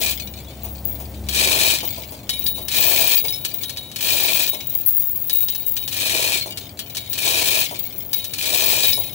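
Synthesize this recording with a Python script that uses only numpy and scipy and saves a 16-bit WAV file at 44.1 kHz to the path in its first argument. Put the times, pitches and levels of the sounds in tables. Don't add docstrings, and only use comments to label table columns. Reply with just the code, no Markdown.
import sys
import numpy as np
from scipy import signal
from scipy.fft import rfft, irfft, next_fast_len
from scipy.io import wavfile
from scipy.ndimage import uniform_filter1d, minimum_filter1d

SR = 44100
rng = np.random.default_rng(int(sys.argv[2]) if len(sys.argv) > 2 else 0)


def waveform_to_disk(signal):
    frames = np.transpose(np.atleast_2d(signal))
    scaled = np.clip(frames, -1, 1) * 32767
    samples = np.round(scaled).astype(np.int16)
    wavfile.write(sys.argv[1], SR, samples)


N = 403057
TIME = np.arange(N) / SR
TAIL_TIME = TIME[:SR // 3]

# frequency in Hz, gain in dB.
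MURMUR_EQ = [(30, -33), (60, -12), (100, 3.5), (170, -6.5), (280, -7), (480, -14), (650, -11.5),
             (800, -16.5), (1300, -31.5), (2500, -32.5)]
# time in seconds, level in dB.
MURMUR_RIDE = [(0, -40.5), (1.3, -36.5), (2.1, -40), (4.4, -42.5), (5.5, -45.5), (6.1, -41), (8.2, -42.5),
               (9.1, -40.5)]
# time in seconds, level in dB.
ENGINE_RIDE = [(0, -37), (1.3, -33), (1.8, -43.5), (2.7, -39), (3.3, -52)]
# start, run-up and stop in seconds, relative level and
# shiver of the small links in dB, gap between the first clanks in seconds.
PULLS = [(-.2, .15, 0.17, -23.5, -26.5, .04), (1.287, .11, 1.81, -18.5, -27, 0.059),
         (2.683, 0.097, 3.22, -20.5, -17.5, 0.033), (3.96, .12, 4.512, -22, -23, 0.048),
         (5.8775, .2, 6.44, -21.5, -30, .048), (7.1306, .15, 7.69, -20.5, -26, 0.049),
         (8.3357, 0.2, 8.956, -21, -22, 0.048)]
# start in seconds, relative level in dB.
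FOOTSTEPS = [(.642, -28), (1.0, -30.5), (1.547, -19), (1.978, -29), (2.12, -29), (2.58, -28)]
# frequency in Hz, gain in dB.
RUMBLE_EQ = [(150, -28), (230, -20), (310, -4), (500, -2), (570, -3.5), (645, 5), (740, -6), (950, -1.5),
             (1300, -15), (2200, -17)]
# start in seconds, relative clank and ring in dB.
KNOCKS = [(2.2929, -10, -26), (2.4643, -15.5, -27), (3.1894, -31, -32), (3.2829, -19, -27.5),
          (3.634, -16.5, -33.5), (3.772, -21.5, -31.5), (4.476, -15, -29.5), (5.2964, -13, -28.5),
          (5.4851, -18, -31.5), (5.7662, -15.5, -33.5), (6.9689, -13.5, -34), (8.1317, -12.5, -28.5),
          (8.8334, -18, -20), (8.9311, -23, -21)]
# pitch in Hz, relative level in dB, time to fall 60 dB in seconds.
STEEL_MODES = [(3024, -21, 1.3), (3802, -3, .8), (3880, -1, .14), (4750, 5, .05), (10590, -10, .7)]
# start in seconds, relative level in dB, pitch in Hz.
PINGS = [(.36, -44, 4360), (0.472, -44, 3410), (3.33, -25.5, 5320), (4.862, -14, 12640),
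         (5.231, -33, 12620), (5.45, -36, 12620), (6.41, -18, 4250), (8.929, -21.5, 5360)]
# start in seconds, relative level in dB, time for the shiver
# to fall 60 dB in seconds.
FLICKS = [(.6335, -30, 0.72), (.851, -18, 0.56), (1.85, -18.5, 0.64), (2.392, -17, 0.24),
          (2.4418, -15.5, 1), (3.153, -7.5, 0.57), (3.5404, -17, 0.54), (4.491, -14, 0.21),
          (4.67, -14.5, 1), (4.7501, -10, 0.17), (4.866, -11.5, 2.5), (5.33, -10.5, 1.1), (5.664, -19, 1.6),
          (7.098, -20, 0.35), (7.79, -19, 0.83), (7.98, -24, 0.54), (8.13, -15.5, 0.52),
          (8.87, -12.5, 0.88)]
# frequency in Hz, gain in dB.
LINK_EQ = [(2000, -97), (3000, -37), (7500, 3), (9500, 8), (10600, 5), (13800, 7), (15000, 33),
           (15700, -17.5)]
# pitch in Hz, bandwidth in Hz, relative level in dB.
LINK_MODES = [(12620, 45, -19), (15170, 110, -5), (15490, 70, 0), (15620, 90, -3)]
# start in seconds, relative level in dB.
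CLANKS = [(0.1091, -18), (3.4491, -10.5), (3.695, -16.5), (3.915, -25), (5.5493, -19.5), (6.573, -16),
          (6.791, -15.5), (6.9486, -18), (8.2428, -16.5)]
# frequency in Hz, gain in dB.
CLATTER_EQ = [(900, -10.5), (1400, -8), (1800, 3.5), (2100, -12.5), (2500, -1), (4300, 2), (4900, 0),
              (7200, -1.5), (8800, -3.5), (10000, -2.5), (11500, -6), (13500, -3.5), (15500, -14)]
# pitch in Hz, bandwidth in Hz, relative level in dB.
BLOCK_MODES = [(3008, 8.1, 2), (3284, 14.4, 1.5), (3833, 50, -2), (4286, 13.6, 5), (5220, 30, -4),
               (6600, 40, -9.5), (7740, 43, -6.5)]
# pitch in Hz, bandwidth in Hz, relative level in dB.
RATCHET_MODES = [(2407, 17, 1.5), (2531, 52, -3.5)]
# frequency in Hz, left minus right in dB.
HOIST_PAN = [(200, 1.5), (400, 0), (700, -3.5), (1300, -1), (2400, 1), (3200, 7), (4300, 4), (7000, 5),
             (9500, 13), (14000, 9), (15400, 14)]
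# frequency in Hz, gain in dB.
SHARED_BASS_EQ = [(330, -1), (480, -4), (700, -34)]

EASE_S = .085
TAKE_UP_DB, TAKE_UP_GAP_RATIO = 6.5, .85
STOP_BUMP_DB, STOP_BUMP_DELAY_S = -4.5, .02
SWING_PULL_DB, SWING_CLANK_DB = -8.5, -23.5
SWING_FALL_DB_PER_S, SWING_REST_DB = 47.5, -50
SHIVER_CLANK_DB, SHIVER_FLICK_DB = -22, -6
SHIVER_FALL_DB_PER_S, SHIVER_REST_DB = 82, -50
RIGHT_LAG_S, LOW_CUT_HZ, HIGH_CUT_HZ = .00032, 52, 15850


def from_db(db):
    return 10 ** (np.asarray(db) / 20)


def rms_one(x):
    return x / np.sqrt(np.mean(x ** 2) + 1e-20)


def unit_energy(x):
    return rms_one(x) / np.sqrt(x.shape[-1])


def fader(rows):
    return from_db(np.interp(TIME, *np.transpose(rows)))


def decay(t60):
    return np.exp(-np.log(1000) * TAIL_TIME / t60)


def settle(gain, db_per_s):
    fall = db_per_s * TIME
    return from_db(np.maximum.accumulate(20 * np.log10(np.abs(gain) + 1e-9) + fall) - fall)


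def equalise(x, eq, amount=1):
    hz, db = np.transpose(eq)
    size = next_fast_len(x.shape[-1])
    log_hz = np.log(np.arange(size // 2 + 1) * SR / size + 1)
    gain = from_db(amount * np.interp(log_hz, np.log(hz), db))
    return irfft(rfft(x, size) * gain, size)[..., :x.shape[-1]]


def noise(eq, mono, size=N):
    white = rng.standard_normal((3, size))
    return rms_one(equalise(np.sqrt(mono) * white[2] + np.sqrt(1 - mono) * white[:2], eq))


def drift(per_s):
    points = rng.standard_normal(N // 40)
    return np.interp(TIME * per_s, np.arange(len(points)), points)


def level_out(x, window_s):
    power = uniform_filter1d(np.mean(x ** 2, axis=0), int(window_s * SR))
    return x / np.sqrt(uniform_filter1d(power, int(window_s * SR / 2)) + 1e-9)


def touches(per_s, spread_db):
    return (rng.random(N) < per_s / SR) * from_db(spread_db * np.clip(rng.standard_normal(N), -2, 2))


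def hits(cues, bounce_s=0, bounce_db=0, count=1):
    clicks = np.zeros(N + SR)
    for (start, db), gaps in zip(cues, rng.uniform(.46, 1.5, (len(cues), count))):
        times = start + bounce_s * (np.cumsum(gaps) - gaps[0])
        clicks[(times * SR).astype(int)] += from_db(db + bounce_db * np.arange(count))
    return clicks[:N]


def ring(clicks, hz, t60):
    radius, angle = np.exp(-np.log(1000) / (t60 * SR)), 2 * np.pi * hz / SR
    feedback = [1, -2 * radius * np.cos(angle), radius ** 2]
    return signal.lfilter([0, np.sin(angle)], feedback, clicks + 1e-18)


def strike(clicks, eq, modes, ring_db, crack_t60, wall_db, wall_t60, detune=0, points=8):
    hz, width, db = np.transpose(modes)[..., None]
    landing, out = rng.integers(0, points, N), 0
    for point in range(points):
        pitch = hz * (1 + detune * rng.normal(size=hz.shape))
        partials = from_db(db) * width * np.exp((2j * np.pi * pitch - np.pi * width) * TAIL_TIME)
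        strengths = rng.normal(size=(2, len(hz))) + 1j * rng.normal(size=(2, len(hz)))
        ringing = unit_energy((strengths @ partials).real)
        crack = unit_energy(noise(eq, mono=.7, size=len(TAIL_TIME)) * decay(crack_t60))
        scatter = unit_energy(noise(eq, mono=.17, size=len(TAIL_TIME)) * decay(wall_t60))
        response = unit_energy(crack + from_db(wall_db) * scatter + from_db(ring_db) * ringing)
        out = out + signal.oaconvolve((clicks * (landing == point))[None], response, axes=1)[:, :N]
    return out


def street():
    murmur = fader(MURMUR_RIDE) * noise(MURMUR_EQ, mono=.97)
    hiss = from_db(-53) * noise([(500, 17), (2000, 12), (15000, -25)], mono=.063)
    engine_hz = 69 * (1 + .0181 * drift(9))
    phase = 2 * np.pi * np.cumsum(engine_hz) / SR
    hum = np.sin(phase) + from_db(-10) * np.sin(3 * phase)
    engine = fader(ENGINE_RIDE) * from_db(2.2 * drift(9)) * hum
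    return (murmur + engine) * from_db([[1.1], [-1.1]]) + hiss


def hauling():
    strokes = np.array([np.clip(np.minimum((TIME - start) / run_up, (stop - TIME) / EASE_S), 0, 1)
                        for start, run_up, stop, *_ in PULLS])
    *_, level_db, shiver_db, _ = np.transpose(PULLS)
    return strokes.sum(axis=0), from_db(level_db) @ strokes, from_db(shiver_db) @ strokes


def clank_cues():
    beats = np.append(0, np.cumsum(TAKE_UP_GAP_RATIO ** np.arange(3)))
    take_up = [(start + gap * beat, db + TAKE_UP_DB)
               for start, _, _, db, _, gap in PULLS if start > 0 for beat in beats]
    return take_up + CLANKS + [(start, db) for start, db, _ in KNOCKS]


def gears_and_thumps(speed, effort):
    spin = uniform_filter1d(speed, int(.26 * SR))
    grain = signal.oaconvolve(touches(300, spread_db=2.5) ** 2, decay(.034))[:N]
    gear_power = (from_db(-8.5) * effort * spin) ** 2 * grain / grain.mean()
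    stops = [(stop + STOP_BUMP_DELAY_S, db + STOP_BUMP_DB)
             for start, _, stop, db, *_ in PULLS if start > 0]
    thumps = hits(stops + FOOTSTEPS, bounce_s=.007, bounce_db=-15, count=3)
    thump_power = from_db(-6) * signal.oaconvolve(thumps ** 2, decay(.11))[:N]
    return np.sqrt(np.abs(gear_power + thump_power)) * noise(RUMBLE_EQ, mono=1)


def swinging_chain(effort):
    stirred = from_db(SWING_PULL_DB) * effort + from_db(SWING_CLANK_DB) * hits(clank_cues())
    swing = np.hypot(settle(stirred, SWING_FALL_DB_PER_S), from_db(SWING_REST_DB))
    clinks = strike(touches(90, spread_db=4), CLATTER_EQ, BLOCK_MODES + RATCHET_MODES, ring_db=7,
                    crack_t60=.04, wall_db=-6, wall_t60=.18, detune=.07, points=12)
    return swing * level_out(clinks, window_s=.14)


def steelwork():
    knocks = hits([(start, db) for start, _, db in KNOCKS])
    ringing = sum(ring(knocks * from_db(db), hz, t60) for hz, db, t60 in STEEL_MODES)
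    pings = sum(ring(from_db(db) * (np.arange(N) == int(start * SR)), hz, t60=.13)
                for start, db, hz in PINGS)
    brushing = from_db(4 * np.array([drift(130), drift(130)]))
    return from_db(2.5) * (ringing + pings) * brushing


def hand_chain(pull_shiver):
    contacts = strike(touches(600, spread_db=2.5), LINK_EQ, LINK_MODES, ring_db=15,
                      crack_t60=.035, wall_db=0, wall_t60=.15, detune=.0015)
    lurch = from_db(2.5 * drift(28))
    after_flicks = sum((TIME > start) * from_db(db + SHIVER_FLICK_DB - 60 * np.abs(TIME - start) / t60)
                       for start, db, t60 in FLICKS)
    jolts = np.zeros(N)
    for start, db in clank_cues():
        jolts[int(start * SR)] = from_db(db + SHIVER_CLANK_DB)
    stirred = settle(np.maximum(pull_shiver, jolts), SHIVER_FALL_DB_PER_S)
    shaking = np.maximum(stirred, after_flicks) + from_db(SHIVER_REST_DB)
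    shiver = shaking * lurch * level_out(contacts, window_s=.066)
    clicks = hits([(start, db) for start, db, _ in FLICKS], bounce_s=.0036, bounce_db=-4.5, count=5)
    flicks = strike(clicks, LINK_EQ, LINK_MODES[1:], ring_db=7,
                    crack_t60=.034, wall_db=-1, wall_t60=.16, points=4)
    return from_db(-2) * shiver + from_db(15.5) * flicks


def clanks():
    clicks = from_db(15.5) * hits(clank_cues(), bounce_s=.005, bounce_db=-4, count=3)
    return strike(clicks, CLATTER_EQ, BLOCK_MODES, ring_db=-5, crack_t60=.05, wall_db=-11, wall_t60=.2)


def pawl_and_wheel(speed, effort):
    pace = np.sqrt(speed) + .1
    teeth_passed = np.cumsum(72 * pace * from_db(3.5 * drift(70))) / SR
    ticks = np.diff(np.floor(teeth_passed), prepend=0) * from_db(2.5 * drift(85))
    drops = from_db(-4.5) * touches(420 * pace, spread_db=3)
    clatter = strike(ticks + drops, CLATTER_EQ, BLOCK_MODES, ring_db=-2.5,
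                     crack_t60=.046, wall_db=-5.5, wall_t60=.062, detune=.0076, points=10)
    pawl = strike(ticks, CLATTER_EQ, RATCHET_MODES, ring_db=26,
                  crack_t60=.028, wall_db=-7, wall_t60=.15, detune=.012, points=4)
    return effort * (from_db(-1) * level_out(clatter, window_s=.097)
                     + from_db(-6) * level_out(pawl, window_s=.26))


def scene():
    speed, effort, pull_shiver = hauling()
    hoist = (pawl_and_wheel(speed, effort) + gears_and_thumps(speed, effort) + swinging_chain(effort)
             + clanks() + hand_chain(pull_shiver) + steelwork())
    left, right = equalise(hoist, HOIST_PAN, amount=np.array([[.5], [-.5]]))
    late = np.interp(TIME - RIGHT_LAG_S, TIME, right)
    right = late + equalise(right - late, SHARED_BASS_EQ)
    return np.array([left, right]) + street()


def record(dry):
    thinned = signal.sosfilt(signal.butter(4, LOW_CUT_HZ, "high", fs=SR, output="sos"), dry)
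    ducking = np.minimum(1, .85 / (np.abs(thinned).max(axis=0) + 1e-9))
    limited = thinned * uniform_filter1d(minimum_filter1d(ducking, size=200), size=200)
    return signal.sosfilt(signal.ellip(12, .2, 80, HIGH_CUT_HZ, fs=SR, output="sos"), limited)


dry = scene()
out = record(dry)
waveform_to_disk(out)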